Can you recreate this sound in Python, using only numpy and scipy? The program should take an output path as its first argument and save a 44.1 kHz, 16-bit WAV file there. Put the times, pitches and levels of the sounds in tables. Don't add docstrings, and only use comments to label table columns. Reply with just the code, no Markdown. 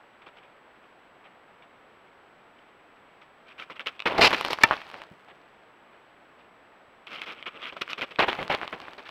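import sys
import numpy as np
from scipy import signal
from scipy.fft import rfft, irfft, next_fast_len
from scipy.io import wavfile
from scipy.ndimage import uniform_filter1d

SR = 44100
rng = np.random.default_rng(int(sys.argv[2]) if len(sys.argv) > 2 else 0)


def master(y):
    cut = np.clip(np.atleast_2d(y).T, -1, 1)
    pcm = np.round(cut * 32767)
    wavfile.write(sys.argv[1], SR, pcm.astype(np.int16))


N = 401310

# (frequency [Hz], gain [dB])
HISS_EQ = [(20, -15.5), (90, -10), (200, -4.5), (350, -1.5), (700, 0), (1300, -2), (2200, -7),
           (3200, -13.5), (4200, -23.5), (5200, -30), (6800, -39), (10000, -40.5), (16000, -41.5)]
# (start [s], end [s])
BOULDER_SPANS = [(0, 4.05), (7, 8.175)]
# (frequency [Hz], gain [dB])
BOULDER_EQ = [(40, -6), (150, -0.5), (500, 1.2), (820, -6), (1300, 2), (1800, -6), (2300, 0), (3300, 0.8),
              (4300, -5.5), (5300, -2.5), (9000, -2.5), (14000, -2)]
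# (time [s], length [s], crunch level [dB], body weight over the crunch [dB])
SCUFFS = [(0.213, .02, -53, -9), (0.259, .028, -48, 1), (0.361, .027, -50.5, -3), (0.42, .04, -57, -6),
          (1.236, .04, -53, -2), (1.619, .018, -53, -15), (2.582, .018, -58, -15), (3.212, .024, -53, -15),
          (3.466, .064, -52, -6), (3.577, .057, -38.5, -9), (3.696, .027, -42.5, -1),
          (3.755, .021, -45, -15), (3.792, .026, -40, -8), (3.857, .03, -31, -10), (4.054, .03, -24, 1),
          (4.088, .09, -38, 8), (4.177, .026, -29, 8), (4.203, .072, -21, 3), (4.304, .016, -33, 1),
          (4.326, .022, -23, -1), (4.355, .06, -35.5, -5), (4.44, .046, -36, 1), (4.499, .04, -34, 2),
          (4.607, .027, -37.5, 1), (4.635, .009, -22, 2), (4.711, .026, -33, -2), (4.915, .11, -51, 5),
          (5.275, .045, -55, 3), (7.063, .028, -44, -7), (7.091, .11, -40.5, -5), (7.21, .03, -37, -12),
          (7.252, .08, -38.5, -6), (7.34, .1, -51, -2), (7.456, .028, -33.5, -8), (7.52, .09, -49, 1),
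          (7.603, .095, -36.5, -10), (7.721, .016, -43, 3), (7.76, .021, -40.5, -2), (7.81, .014, -29, -6),
          (7.884, .05, -35, -9), (7.975, .026, -35, -2), (8.008, .031, -30, -2), (8.106, .017, -40, -6),
          (8.185, .058, -24, 3.5), (8.279, .015, -22.5, 0), (8.383, .04, -39, 7), (8.495, .054, -28.5, 2),
          (8.613, .04, -41, 3), (8.725, .02, -39, 8), (8.8, .15, -51, 2), (8.978, .022, -42, 2),
          (9.05, .045, -46, -8)]
# (time [s], level over the crunch [dB])
SANDINESS = [(.3, -17), (1.2, -24), (3.6, -13), (4.12, -16), (4.22, -3), (4.33, -10), (4.46, -3), (4.6, -6),
             (4.71, -17), (4.92, -11), (5.28, -20), (7.2, -11), (7.46, -19), (7.85, -10), (8.2, -18),
             (8.6, -15.5), (9.0, -14)]
# (frequency [Hz], gain [dB])
WEIGHT_EQ = [(20, -21), (60, -14), (130, -11.5), (250, -5), (400, -2), (600, -1.5), (850, 1), (1150, -4),
             (1700, -14), (4000, -62)]
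# (frequency [Hz], gain [dB])
CRUNCH_EQ = [(200, -33.5), (700, -15.5), (1200, 1), (1750, 1), (2400, 0.5), (3200, -4), (4000, -13),
             (5500, -31.5), (9000, -50.5)]
# (frequency [Hz], gain [dB])
SAND_EQ = [(1500, -45), (3300, -4), (4300, 5), (5300, -0.5), (6500, -14), (8000, -19.5), (10000, -23.5),
           (13500, -25), (16000, -32)]
# (time [s], level [dB], pitch [Hz])
CLICKS = [(3.6997, -27, 1204), (3.7954, -19.5, 2060), (3.8078, -22, 1820), (3.8707, -13.5, 2920),
          (3.9941, -26, 2520), (4.0027, -19, 2670), (4.022, -23.5, 2720), (4.1935, -5.5, 570),
          (4.2779, -9, 1802), (4.3071, -12, 1830), (4.315, -15, 1090), (4.3301, -10, 1170),
          (4.4109, -12, 2640), (4.449, -8, 2000), (4.4856, -18.5, 940), (4.532, -9, 2480),
          (4.5874, -17.5, 1110), (4.6236, -19, 2000), (4.6893, -23, 2286), (4.768, -26, 3000),
          (4.8171, -24.5, 1770), (4.9006, -31, 2700), (4.9144, -31, 3000), (5.0373, -34, 2800),
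          (4.9424, -22.5, 1620), (5.0185, -22.5, 1820), (7.0701, -31, 2350), (7.1603, -25, 2300),
          (7.2178, -20, 2430), (7.4266, -23.5, 2220), (7.7667, -25, 750), (7.469, -24, 2250),
          (7.6559, -26, 2230), (7.818, -17, 3960), (7.82, -17, 2720), (7.8785, -23, 1620),
          (7.932, -16.5, 2700), (8.0116, -19.5, 2330), (8.1597, -27, 2500), (8.188, -13, 1090),
          (8.1995, -8, 1540), (8.3301, -11.5, 1790), (8.4287, -15, 1920), (8.4795, -23, 3000),
          (8.5004, -14, 670), (8.5495, -14.5, 2740), (8.6147, -17, 1500), (8.632, -17, 1130),
          (8.678, -19, 2500), (8.7279, -20, 1400), (8.802, -28, 2920), (8.817, -31, 3200),
          (8.883, -25, 1140), (8.934, -31, 3150), (9.0918, -25, 2380)]
# (frequency [Hz], gain [dB])
EDGE_EQ = [(500, -5.5), (2000, 4), (4500, 5.5), (6500, -4.5), (9000, -9.5), (13000, -13), (16000, -19)]
# (time [s], level [dB], pitch
# [Hz], soil t60 [s])
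THUDS = [(4.1928, -6, 450, .024), (4.636, -21, 130, .025), (8.198, -16.5, 380, .045),
         (8.387, -20, 300, .035), (8.41, -29, 196, .19), (8.499, -26, 180, .04), (5.113, -42, 187, .13)]
# (frequency [Hz], gain [dB])
RASP_EQ = [(300, -25), (1000, -14.5), (1900, -8), (2750, 2.5), (3400, -10), (4150, -5), (5100, -9.5),
           (6300, -25), (9000, -33), (16000, -45)]
# (frequency [Hz], level [dB], t60 [s])
BLOW_MODES = [(624, -22.5, 0.061), (915, -13, .068), (1152, -28.5, .09), (1312, -13, .052),
              (1394, -19.5, .05), (1790, -1.5, 0.029), (1900, -26.5, .05), (2340, -3.5, .03),
              (2692, -19.5, .075), (3445, -19.5, .04), (4200, -26.5, .02), (5600, -17.5, 0.014),
              (7200, -18, 0.0089)]

# (share of a scuff spent loading the ground, settling grit [dB], ring of a stone [cycles])
ON_EARTH, ON_STONE = (.18, -16.5, 4), (.36, -23, 11)


def amp(db):
    return 10 ** (np.asarray(db) / 20)


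def unit(x):
    return x / np.sqrt(np.mean(x ** 2) + 1e-20)


def add(track, s, sound):
    room = track[max(round(s * SR), 0):][:len(sound)]
    room += sound[:len(room)]


def eq(x, points, size=4096):
    hz, db = np.transpose(points)
    log_hz = np.log(np.fft.rfftfreq(size, 1 / SR) + 1)
    cepstrum = irfft(np.log(amp(np.interp(log_hz, np.log(hz), db))))
    cepstrum[1:size // 2] *= 2
    cepstrum[size // 2 + 1:] = 0
    return signal.oaconvolve(x, irfft(np.exp(rfft(cepstrum))))[:len(x)]


def colour(x, points, size=4096):
    return eq(x, points) / np.linalg.norm(eq(signal.unit_impulse(size), points))


def ringing(t, hz, t60):
    return np.sin(2 * np.pi * hz * t) * np.exp(-np.log(1000) * t / t60)


def chance(rate, count=400):
    draws = rng.standard_normal((count, 4))
    times = np.cumsum((draws[:, 2:] ** 2).mean(axis=1)) / rate
    return np.column_stack([times, draws[:, :2]])[times < N / SR]


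def camera_noise(hiss_db=-56, whine_hz=7804, whine_db=-84):
    drift_hz = 22 * unit(uniform_filter1d(rng.standard_normal(N), size=200))
    whine = np.sin(2 * np.pi * np.cumsum(whine_hz + drift_hz) / SR)
    hiss = colour(rng.standard_normal(N), HISS_EQ)
    return amp(hiss_db) * unit(hiss) + amp(whine_db) * unit(whine)


def on_boulder(s):
    return sum((s >= start) & (s < end) for start, end in BOULDER_SPANS)


def footing(s):
    return ON_STONE if on_boulder(s) else ON_EARTH


def sand_db(s):
    return np.interp(s, *np.transpose(SANDINESS))


def stroke(rise_s, drag_s, sag_db, release_s=.0081):
    t = np.arange(SR) / SR
    attack = np.minimum(t / max(rise_s, 1 / SR), 1)
    sag = amp(-sag_db * np.clip((t - rise_s) / drag_s, 0, 1))
    release = np.exp(-np.maximum(t - rise_s - drag_s, 0) / release_s)
    return attack * sag * release


def hoof_forces(settle_db_per_s=85, shift_s=.03, shift_db=-62.5):
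    power = np.zeros((3, N))
    t = np.arange(SR) / SR
    shifts = [(s, shift_s, shift_db + 2 * size, 0) for s, size, _ in chance(rate=1.5)]
    for s, length, db, weight_db in SCUFFS + shifts:
        rise_share, settle_db, _ = footing(s)
        rise_s = rise_share * length
        settling = (t > length) * amp(settle_db - settle_db_per_s * (t - length))
        load = np.maximum(stroke(rise_s, length - rise_s, sag_db=5), settling)
        for band, share_db in zip(power, (weight_db, 0, sand_db(s))):
            add(band, s, (amp(db + share_db) * load) ** 2)
    return np.sqrt(power)


def grit(rate, spread_db, rub):
    sizes = amp(spread_db * np.minimum(rng.exponential(size=N), 3))
    grains = (rng.random(N) < rate / SR) * sizes * rng.choice([-1, 1], N)
    return unit(unit(grains) + rub * rng.standard_normal(N))


def scuffs(weight, crunch, sand, pebbles_db=6.8):
    gravel = grit(rate=1400, spread_db=4, rub=.25)
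    splinters = unit(gravel + 1.2 * grit(rate=380, spread_db=4, rub=.1))
    push = colour(weight * grit(rate=1500, spread_db=4.5, rub=.65), WEIGHT_EQ)
    stones = colour(crunch * gravel, CRUNCH_EQ) + amp(pebbles_db) * pebbles(crunch)
    return push + stones + colour(sand * splinters, SAND_EQ)


def pebbles(force, rate=330, centre_hz=2550, spread=.2, cycles=24, spread_db=4):
    track = np.zeros(N)
    t = np.arange(SR // 40) / SR
    starts = np.flatnonzero(rng.random(N) < rate / SR)
    for start, (pitch, size) in zip(starts, rng.standard_normal((len(starts), 2))):
        hz = centre_hz * np.exp(spread * pitch)
        clink = ringing(t, hz, cycles / hz) * (1 - np.exp(-t * hz))
        add(track, start / SR, force[start] * amp(spread_db * size) * clink)
    return track


def loose_gravel(crunch, stir_db=-18, bare_rock_db=-6, fade_s=.14):
    stirred = crunch * amp(stir_db + bare_rock_db * on_boulder(np.arange(N) / SR))
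    keep = np.exp(-1 / (fade_s * SR))
    return np.sqrt(signal.lfilter([1 - keep], [1, -keep], stirred ** 2))


def trickle(loose):
    tone = [(300, -5.5), (1000, 6.5), (2900, 3), (4500, -7.5), (7000, -18), (12000, -23.5), (16000, -25)]
    return colour(loose * grit(rate=380, spread_db=5, rub=.25), tone)


def strays(loose, over_db=19, centre_hz=2400, spread_db=3, spread=.25):
    level_db = 20 * np.log10(loose + 1e-9) + over_db
    return [(s, level_db[int(s * SR)] + spread_db * size, centre_hz * np.exp(spread * pitch))
            for s, size, pitch in chance(rate=22)]


def clicks(hits, tock_hz=1200, edge_t60=.0068, crumble_db=-27, crumble_t60=.03):
    snaps, edges, crumbs = np.zeros((3, N))
    t = np.arange(SR // 16) / SR
    tock = amp(-5) * ringing(t, tock_hz, t60=.0033)
    for s, db, hz in hits:
        *_, cycles = footing(s)
        overtone = amp(-5) * ringing(t, 1.3 * hz, cycles / hz)
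        snap = ringing(t, hz, cycles / hz) + overtone + tock
        snap *= 1 - np.exp(-(t * min(hz, tock_hz) / .29) ** 2)
        fizz, debris = rng.standard_normal((2, len(t)))
        edge = signal.unit_impulse(len(t)) + .25 * fizz * amp(-60 * t / edge_t60)
        edge_db = sand_db(s) - 6 + 8 * np.log2(hz / tock_hz)
        add(snaps, s, amp(db) * snap / np.abs(snap).max())
        add(edges, s, amp(db + edge_db) * edge)
        add(crumbs, s, amp(db + crumble_db) * debris * amp(-60 * t / crumble_t60))
    return snaps + colour(edges, EDGE_EQ) + colour(crumbs, CRUNCH_EQ)


def rock_scatter(send, t60=.07, build_s=.0023):
    t = np.arange(SR // 5) / SR
    tail = rng.standard_normal(len(t)) * amp(-60 * t / t60) * (1 - np.exp(-t / build_s))
    wet = signal.fftconvolve(send, tail / np.linalg.norm(tail))[:N]
    return eq(wet, [(100, -13), (700, -2), (3000, -6), (6000, -11), (16000, -16.5)])


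def thuds(attack_s=.001, push=.666, rumble=.4):
    track = np.zeros(N)
    t = np.arange(SR // 5) / SR
    for s, db, hz, t60 in THUDS:
        soil_eq = [(hz / 8, -26), (hz / 2, -12), (hz, 0), (hz * 2, -13), (hz * 8, -50)]
        soil = colour(rng.standard_normal(len(t)) * amp(-60 * t / t60), soil_eq)
        thud = push * ringing(t, hz, t60 / 2) + rumble * soil
        add(track, s, amp(db) * thud * (1 - np.exp(-t / attack_s)))
    return track


def skid(at_s=4.207, db=-16.3):
    pressure = np.zeros(N)
    add(pressure, at_s, amp(db) * stroke(rise_s=.01, drag_s=.06, sag_db=1.5, release_s=.0025))
    return colour(pressure * grit(rate=2500, spread_db=1.5, rub=.7), RASP_EQ)


def blow(at_s=4.6352, attack_s=.0012, clank_db=4, crack_db=-12, crack_t60=.014):
    track = np.zeros(N)
    t = np.arange(SR // 4) / SR
    clank = sum(amp(db) * ringing(t, hz, t60) for hz, db, t60 in BLOW_MODES)
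    clank *= 1 - np.exp(-t / attack_s)
    crack = colour(rng.standard_normal(len(t)) * amp(-60 * t / crack_t60), EDGE_EQ)
    add(track, at_s, amp(clank_db) * clank + amp(crack_db) * crack)
    return track


def rattle(at_s=4.7104, db=-4, hz=1020, flight_s=.008, shrink=.93, rebound_db=-9, loss_db=1.2):
    landings = at_s + np.cumsum(flight_s * shrink ** np.arange(4))
    bounces = [(s, db + rebound_db - loss_db * k, hz) for k, s in enumerate(landings)]
    return [(at_s, db, hz)] + bounces


def scene():
    bed = camera_noise()
    weight, crunch, sand = hoof_forces()
    loose = loose_gravel(crunch)
    scraping = scuffs(weight, crunch, sand) + skid()
    hits = clicks(strays(loose) + CLICKS + rattle()) + thuds()
    knock = blow()
    hooves = scraping + hits + rock_scatter(amp(-6.5) * hits + amp(-20) * knock)
    up = on_boulder(np.arange(N) / SR)
    footwork = eq(hooves * up, BOULDER_EQ) + hooves * (1 - up)
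    return (bed + footwork + trickle(loose) + knock)[None]


def record(dry, top_hz=15900):
    clipped = dry / (1 + np.abs(dry) ** 8) ** (1 / 8)
    size = next_fast_len(N + SR // 2)
    passband = np.fft.rfftfreq(size, 1 / SR) < top_hz
    return irfft(rfft(clipped, size) * passband, size)[:, :N]


dry = scene()
out = record(dry)
master(out)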